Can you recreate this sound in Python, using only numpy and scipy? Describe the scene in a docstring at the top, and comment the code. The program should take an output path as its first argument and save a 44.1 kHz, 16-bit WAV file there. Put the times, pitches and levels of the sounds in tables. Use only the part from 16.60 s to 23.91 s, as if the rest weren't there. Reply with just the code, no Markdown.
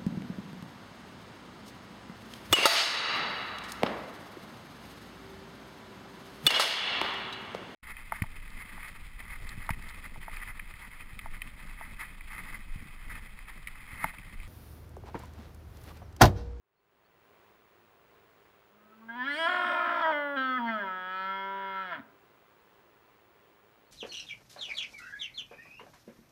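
"""Faint wind in the grass fades in on an open field, with a far bird and the camera's own thin whine.
Two seconds in, a red deer stag roars once across the field, his vocal folds pulsing through the
formants of his throat. The voice climbs from a closed-mouth hum, breaks into harsh chaos at the top,
sinks to a long clean note and ends in a falling grunt. A weak echo comes back to the microphone
from the hillside, and the bird chirps once more over the wind."""
import sys
import numpy as np
from scipy import signal
from scipy.fft import rfft, irfft, next_fast_len
from scipy.io import wavfile
from scipy.ndimage import map_coordinates

SR = 44100
rng = np.random.default_rng(int(sys.argv[2]) if len(sys.argv) > 2 else 0)


def generate_wav(sig):
    """Save sig (samples, or channels by samples) to the path in sys.argv[1] as 16-bit PCM at SR."""
    pcm = np.round(np.clip(np.atleast_2d(sig).T, -1, 1) * 32767).astype(np.int16)
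    wavfile.write(sys.argv[1], SR, pcm)


N = 322371
T = np.arange(N) / SR

# wind in the grass of the field: (frequency [Hz], relative level [dB])
GRASS_SPECTRUM = [(14, -33.5), (24, -7.5), (32, -16), (81, -5.5), (171, -5.5), (243, -7), (406, -4),
                  (440, -3.5), (911, -5.5), (988, -6.5), (1190, -6), (2680, -13.5), (5540, -27.5),
                  (13800, -35.5), (15000, -38)]
# far-off drones in the wind: (centre [Hz], half-width [Hz], boost [dB])
WIND_DRONES = [(348, 15, 6), (407.4, 38, 7), (1035, 75, 4)]
# a small bird far from the microphone: (time [s], length [s], start pitch [Hz], top [Hz], level [dB])
CHIRPS = [(.15, .065, 3900, 4330, -72), (0.44, 0.038, 3500, 4470, -72), (7.258, 0.042, 3200, 4360, -72)]
# the stag's folds climb, crest, step down through their registers and let go: (time [s], pitch [Hz])
PITCH = [(2.1, 201.2), (2.2, 210.1), (2.477, 226.8), (2.55, 237), (2.565, 247.5), (2.62, 249.8),
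         (2.681, 283.2), (2.739, 290.5), (2.792, 325.3), (2.86, 332.4), (2.888, 362.6), (3.411, 341.5),
         (3.44, 323), (3.51, 314.6), (3.534, 295.3), (3.759, 280.4), (3.77, 265.1), (3.976, 253.2),
         (3.994, 239.3), (4.104, 226.4), (4.184, 209.8), (4.237, 194.4), (4.3, 186.3), (4.43, 183.8),
         (4.702, 192.4), (4.971, 195.3), (5.219, 190.4), (5.301, 177.6), (5.36, 149.5), (5.441, 115.9)]
# how hard he pushes, how sharply the folds close: (time [s], effort [dB], brightness [dB/octave])
EFFORT = [(2.15, -62.5, -8), (2.48, -54, -10), (2.495, -49.5, -6), (2.65, -39, 0.5), (2.85, -30, 2.5),
          (2.9, -32.5, 0.6), (3.42, -34.5, 0), (3.48, -30, -3.5), (3.56, -30, -6.5), (3.755, -34, -11),
          (3.775, -29, -3), (3.97, -36.5, -4.0), (4.02, -35.5, -7.5), (4.1, -34.5, -3), (4.2, -40, -4.5),
          (4.3, -41, -4.5), (4.65, -40.5, -1.6), (5.0, -42, -3.5), (5.33, -41.5, -2.6), (5.42, -59.5, -3.5)]
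# low formants; a harmonic flares as it glides through one: (centre [Hz], width [Hz], relative level [dB])
LOW_FORMANTS = [(243.2, 51.2, 0.2), (392.3, 24, -5), (639.3, 99, 0.5), (961.2, 46.2, 5.5), (1312.4, 63, 7),
                (1588, 387, -1), (1640, 79, -2.5), (2090, 57, -1)]
# high formants that give the voice its edge: (centre [Hz], width [Hz], relative level [dB])
HIGH_FORMANTS = [(2450, 67, 3.5), (3007, 580, 0), (3281, 175, 6), (3427, 290, -11), (3974, 130, -9.5),
                 (4357, 110, -10.5), (4790, 240, -15), (5360, 310, -23), (5800, 250, -26)]
# larynx and neck change the throat's length, moving the low formants: (time [s], frequency [ratio])
THROAT_TUNING = [(2.47, 0.97), (2.65, 1.053), (2.87, 1.066), (3.45, 1.0074), (3.75, 0.96), (4.0, 0.97),
                 (4.2, 0.99), (4.35, 1.006), (4.7, 1.02), (5.0, 1.007), (5.3, 1.02)]
# dips from the ground bounce and between the formants: (centre [Hz], half-width [Hz], gain [dB])
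DIPS = [(465, 70, -5), (2700, 150, -6), (3070, 60, -5), (4200, 100, -6), (4620, 130, -4), (6050, 250, -8)]
# as the voice cracks, one overtone leaps out: (middle [s], length [s], centre [Hz], boost [dB])
YODELS = [(2.332, 0.034, 1300, 13), (2.431, 0.046, 1105, 24.5), (2.504, 0.04, 1607, 19.5),
          (2.614, 0.058, 1805, 15), (2.681, 0.021, 1720, 11), (2.713, 0.029, 2010, 16),
          (2.857, .02, 1680, 4), (3.454, .032, 1865, 15.5), (3.983, 0.022, 1780, 16),
          (4.089, .034, 1836, 10.5), (4.224, 0.058, 1684, 12.5)]
# the middle of the voice goes hollow for a moment: (middle [s], length [s], gain [dB])
HOLLOWS = [(2.514, 0.045, -7), (2.661, 0.023, -5.5), (2.777, 0.021, -13), (4.036, .065, -19),
           (4.257, .035, -7.5), (5.021, 0.38, -4)]
# echo from the hillside: (frequency [Hz], time to fall 60 dB [s])
HILLSIDE_DECAY = [(200, 0.97), (1000, 0.77), (4000, 0.057), (10000, 0.022)]
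# overtones above the formants: (frequency [Hz], relative level [dB])
SIZZLE_SPECTRUM = [(5500, -25), (6300, -12.5), (6700, -22), (7200, 2), (7800, -14), (8400, 5.5), (9400, -6),
                   (10400, -5), (11500, -10.5), (12800, -36)]
# the folds catch where the voice changes register: (time [s], extra jitter [rad])
CATCHES = [(2.644, 0.082), (2.775, .06), (3.765, 0.049), (3.991, 0.06), (4.089, 0.11), (4.238, 0.063)]
# harsh spells of the folds: (start [s], end [s], chaos share [0-1], extra jitter [rad])
HARSH_SPELLS = [(2.881, 3.425, 0.39, 0.17), (3.445, 3.528, 0.03, 0.07), (5.35, 5.48, 0.25, 0.084)]
# slower swings below each harmonic in chaos: (offset [x pitch], flutter rate [1/s], relative level [dB])
SIDEBANDS = [(.17, 40.42, 10.5), (.31, 45.92, 8)]
# on the long note, alternate pulses fall out of step: (middle [s], length [s], level [dB])
RASPS = [(4.692, 0.16, -53.5), (5.02, 0.15, -48.5), (5.186, 0.14, -46.5), (5.341, 0.056, -41)]
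# resonances that colour the rasp: (centre [Hz], width [Hz], relative level [dB])
RASP_BANDS = [(1580, 553, -4.5), (3000, 720, -17.5)]


def amp(db):
    """Decibels to gain."""
    return 10 ** (np.asarray(db) / 20)


def unit(x):
    """Scale to rms 1."""
    return x / np.sqrt(np.mean(np.abs(x) ** 2) + 1e-20)


def along(points, hz):
    """(frequency [Hz], value) points read on a log axis."""
    freqs, values = np.transpose(points)
    return np.interp(np.log(hz + 1), np.log(freqs), values)


def curves(rows, t):
    """Each column after the time, read at the times t."""
    times, *columns = np.transpose(rows)
    return [np.interp(t, times, column) for column in columns]


def wobble(rate, t):
    """A smooth random curve of rms 1, rate knots a second."""
    at = (t - t[0]) * rate
    return unit(map_coordinates(rng.standard_normal(int(at[-1]) + 4), [at + 1]))


def filtered(x, response):
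    """Shape x by a gain that depends on frequency."""
    size = next_fast_len(N + 8192)
    return irfft(rfft(x, size) * response(np.fft.rfftfreq(size, 1 / SR)), size)[:N]


def hump(hz, centre, width):
    """Power response of a steep-sided resonance."""
    return 1 / (1 + np.abs(2 * (hz - centre) / width) ** 2) ** 2


def bands_db(bands, hz):
    """Summed boosts or dips in dB."""
    return sum(db * hump(hz, centre, 2 * half_width) for centre, half_width, db in bands)


def resonances(bands, hz):
    """Summed power of several resonances."""
    return sum(amp(db) ** 2 * hump(hz, centre, width) for centre, width, db in bands)


def bell(t, middle, length):
    """A brief swell from 0 to 1 and back."""
    return np.exp(-(2 * (t - middle) / length) ** 2)


def wind(level_db=-63, waver_db=0.45):
    """A steady rush in the grass with a few far drones, wavering slightly in level."""
    colour = lambda hz: amp(along(GRASS_SPECTRUM, hz) + bands_db(WIND_DRONES, hz))
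    rush = unit(filtered(rng.standard_normal(N), colour))
    return rush * amp(level_db + waver_db * wobble(7.7, T))


def camera_whine(hz=15695.5, level_db=-71):
    """The camera's thin, steady tone at the microphone."""
    return amp(level_db) * np.sin(2 * np.pi * hz * T)


def bird():
    """Far off, each chirp slides up and holds its top note."""
    song = np.zeros(N)
    for start, length, start_hz, top_hz, db in CHIRPS:
        progress = np.clip((T - start) / length, 0, 1)
        hz = start_hz + (top_hz - start_hz) * np.sin(np.pi * np.minimum(progress, .5))
        song += amp(db) * np.sin(np.pi * progress) * np.sin(2 * np.pi * np.cumsum(hz) / SR)
    return song


def stag(harmonic_count=52, fade_s=0.043):
    """Fold pulses from across the field: harmonics shaken by jitter and chaos, shaped by the throat."""
    start, end = PITCH[0][0], PITCH[-1][0]
    sounding = (T > start) & (T < end)
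    t = T[sounding]
    frames = np.arange(start, end, .003)
    pitch = curves(PITCH, t)[0]
    phase = 2 * np.pi * np.cumsum(pitch) / SR
    chaos, jitter = harshness(t)
    steady, wild = np.sqrt(1 - chaos), np.sqrt(chaos)
    swing = swings(phase, t)
    fundamental = np.exp(1j * (phase + jitter * wobble(260, t)))  # jitter smears high harmonics most
    harmonic_hz = np.arange(1, harmonic_count + 1)[:, None] * curves(PITCH, frames)[0]
    gains = throat(harmonic_hz, frames) * shimmer(harmonic_hz, frames)
    partial, voice = 1, rasp(phase, pitch, t)
    for gain in gains:
        partial = partial * fundamental  # the next harmonic up
        swing = np.roll(swing, SR // 20)  # each beats in its own way, so the sum stays dense
        voice += (np.interp(t, frames, gain) * partial * (steady + wild * swing)).real
    roar = np.zeros(N)
    roar[sounding] = voice * np.clip(np.minimum(t - start, end - t) / fade_s, 0, 1)
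    return filtered(roar, lambda hz: amp(bands_db(DIPS, hz)))


def throat(hz, t, edge_db=-13, tilt_from_hz=1190, pivot_hz=1390, top_hz=5940):
    """Complex gain of each harmonic (rows of hz) as he pushes it through the formants."""
    effort_db, brightness_db = curves(EFFORT, t)
    chaos = harshness(t)[0]
    smeared_hz = hz - 0.21 * chaos * hz[0]  # chaos smears each harmonic downward
    tuned_hz = smeared_hz / curves(THROAT_TUNING, t)[0]
    widen = 1 + 1.8 * chaos  # leaky, flailing folds damp the low formants
    power = sum(amp(db) ** 2 * hump(tuned_hz, centre, width * widen) ** 0.88
                for centre, width, db in LOW_FORMANTS) / widen
    power += amp(edge_db) ** 2 * resonances(HIGH_FORMANTS, hz)
    tilt_db = brightness_db * np.log2(np.maximum(hz, tilt_from_hz) / pivot_hz)
    power *= amp(effort_db + tilt_db + mouth_and_cracks(hz, t)) ** 2
    power /= 1 + (hz / top_hz) ** 16  # only the sizzle lies higher
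    # every formant delays the harmonics that it holds, so each pulse rings on
    lag = sum(np.arctan(2 * (hz - centre) / width) for centre, width, _ in LOW_FORMANTS + HIGH_FORMANTS)
    return np.sqrt(power + grunt(hz, t) + sizzle(hz, t, effort_db)) * np.exp(-1j * lag)


def mouth_and_cracks(hz, t, opens_s=2.487, muffled_db=-12.5, muffled_above_hz=320):
    """Gain in dB: the closed mouth muffles the hum; the cracking voice yodels and goes hollow."""
    muffled = muffled_db * (t < opens_s) * (hz > muffled_above_hz)
    leaps = sum(db * bell(t, middle, length) * hump(hz, centre, width=440)
                for middle, length, centre, db in YODELS)
    hollow_db = sum(db * bell(t, middle, length) for middle, length, db in HOLLOWS)
    return muffled + leaps + hollow_db * hump(hz, centre=1630, width=1020)


def shimmer(hz, t, depth_db=3.5):
    """Overtones above the low formants swell and fade, each on its own."""
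    drift = np.array([wobble(7.04, t) for _ in hz])
    return amp(depth_db * drift * np.clip((hz - 2200) / 1800, 0, 1))


def hillside(roar, delay_s=.02):
    """The slope sends a diffuse, late answer to the microphone; the treble dies first."""
    hz, t, noise = signal.stft(rng.standard_normal(SR), SR, nperseg=256)
    decay = amp(-60 * t / along(HILLSIDE_DECAY, hz)[:, None])
    tail = signal.istft(noise * decay, SR, nperseg=256)[1]
    delayed = np.pad(roar, (round(delay_s * SR), 0))
    return signal.fftconvolve(delayed, tail / np.linalg.norm(tail))[:N]


def sizzle(hz, t, effort_db, peak_s=2.74, peak_db=-59, rise_db_per_s=261, fall_db_per_s=26.5):
    """Power of the top overtones: they flare as the roar opens, then die to a trace of the effort."""
    flare_db = peak_db - np.maximum(rise_db_per_s * (peak_s - t), fall_db_per_s * (t - peak_s))
    trace_db = effort_db - 50
    in_band = (hz > SIZZLE_SPECTRUM[0][0]) & (hz < SIZZLE_SPECTRUM[-1][0])
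    colour = in_band * amp(along(SIZZLE_SPECTRUM, hz)) ** 2
    return amp(np.maximum(flare_db, trace_db)) ** 2 * colour / (colour.sum(axis=0) + 1e-20)


def harshness(t, clean_jitter_rad=0.0099, switch_s=0.005, catch_s=0.00096):
    """Chaos share and jitter of the folds as they catch or break into harsh spells."""
    gate = lambda start, end: np.clip(.5 + np.minimum(t - start, end - t) / switch_s, 0, 1)
    chaos = sum(share * gate(start, end) for start, end, share, _ in HARSH_SPELLS)
    spells = sum(extra * gate(start, end) for start, end, _, extra in HARSH_SPELLS)
    catches = sum(extra * np.exp(-((t - time) / catch_s) ** 2) for time, extra in CATCHES)
    return np.clip(chaos, 0, 1), clean_jitter_rad + spells + catches


def swings(phase, t):
    """In chaos the folds also swing in slower patterns that come and go at random; rms 1."""
    return unit(sum(amp(db) * (wobble(rate, t) + 1j * wobble(rate, t)) * np.exp(-1j * offset * phase)
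                    for offset, rate, db in SIDEBANDS))


def rasp(phase, pitch, t, fuzz_rad=1.98):
    """Period doubling of the folds: fuzzy lines halfway between the harmonics."""
    level = sum(amp(db) * bell(t, middle, length) for middle, length, db in RASPS)
    on = level > 1e-5
    lines = 0
    for multiple in np.arange(5, 23) + .5:
        gain = np.sqrt(resonances(RASP_BANDS, multiple * pitch[on]))
        lines += gain * np.cos(multiple * phase[on] + fuzz_rad * wobble(60, t[on]))
    sound = np.zeros(len(t))
    sound[on] = unit(lines) * level[on]
    return sound


def grunt(hz, t, level_db=-41):
    """Power of the last slack beats of the folds, thumping in the chest."""
    thump = amp(level_db) * bell(t, middle=5.4, length=0.034)
    return thump ** 2 * hump(hz, centre=244, width=118)


def scene():
    """The field from one microphone: wind, the far bird, the stag and his faint echo."""
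    roar = stag()
    echo = amp(-23) * hillside(roar)
    return (wind() + bird() + roar + echo)[None]


def record(dry, fade_s=0.72, top_hz=15900):
    """At the microphone the camera adds its whine; all fades in, and the highest treble is cut."""
    fade_in = np.minimum(0.052 + (T / fade_s) ** 1.35, 1)
    faded = (dry[0] + camera_whine()) * fade_in
    return filtered(faded, lambda hz: hz < top_hz)[None]


dry = scene()
out = record(dry)
generate_wav(out)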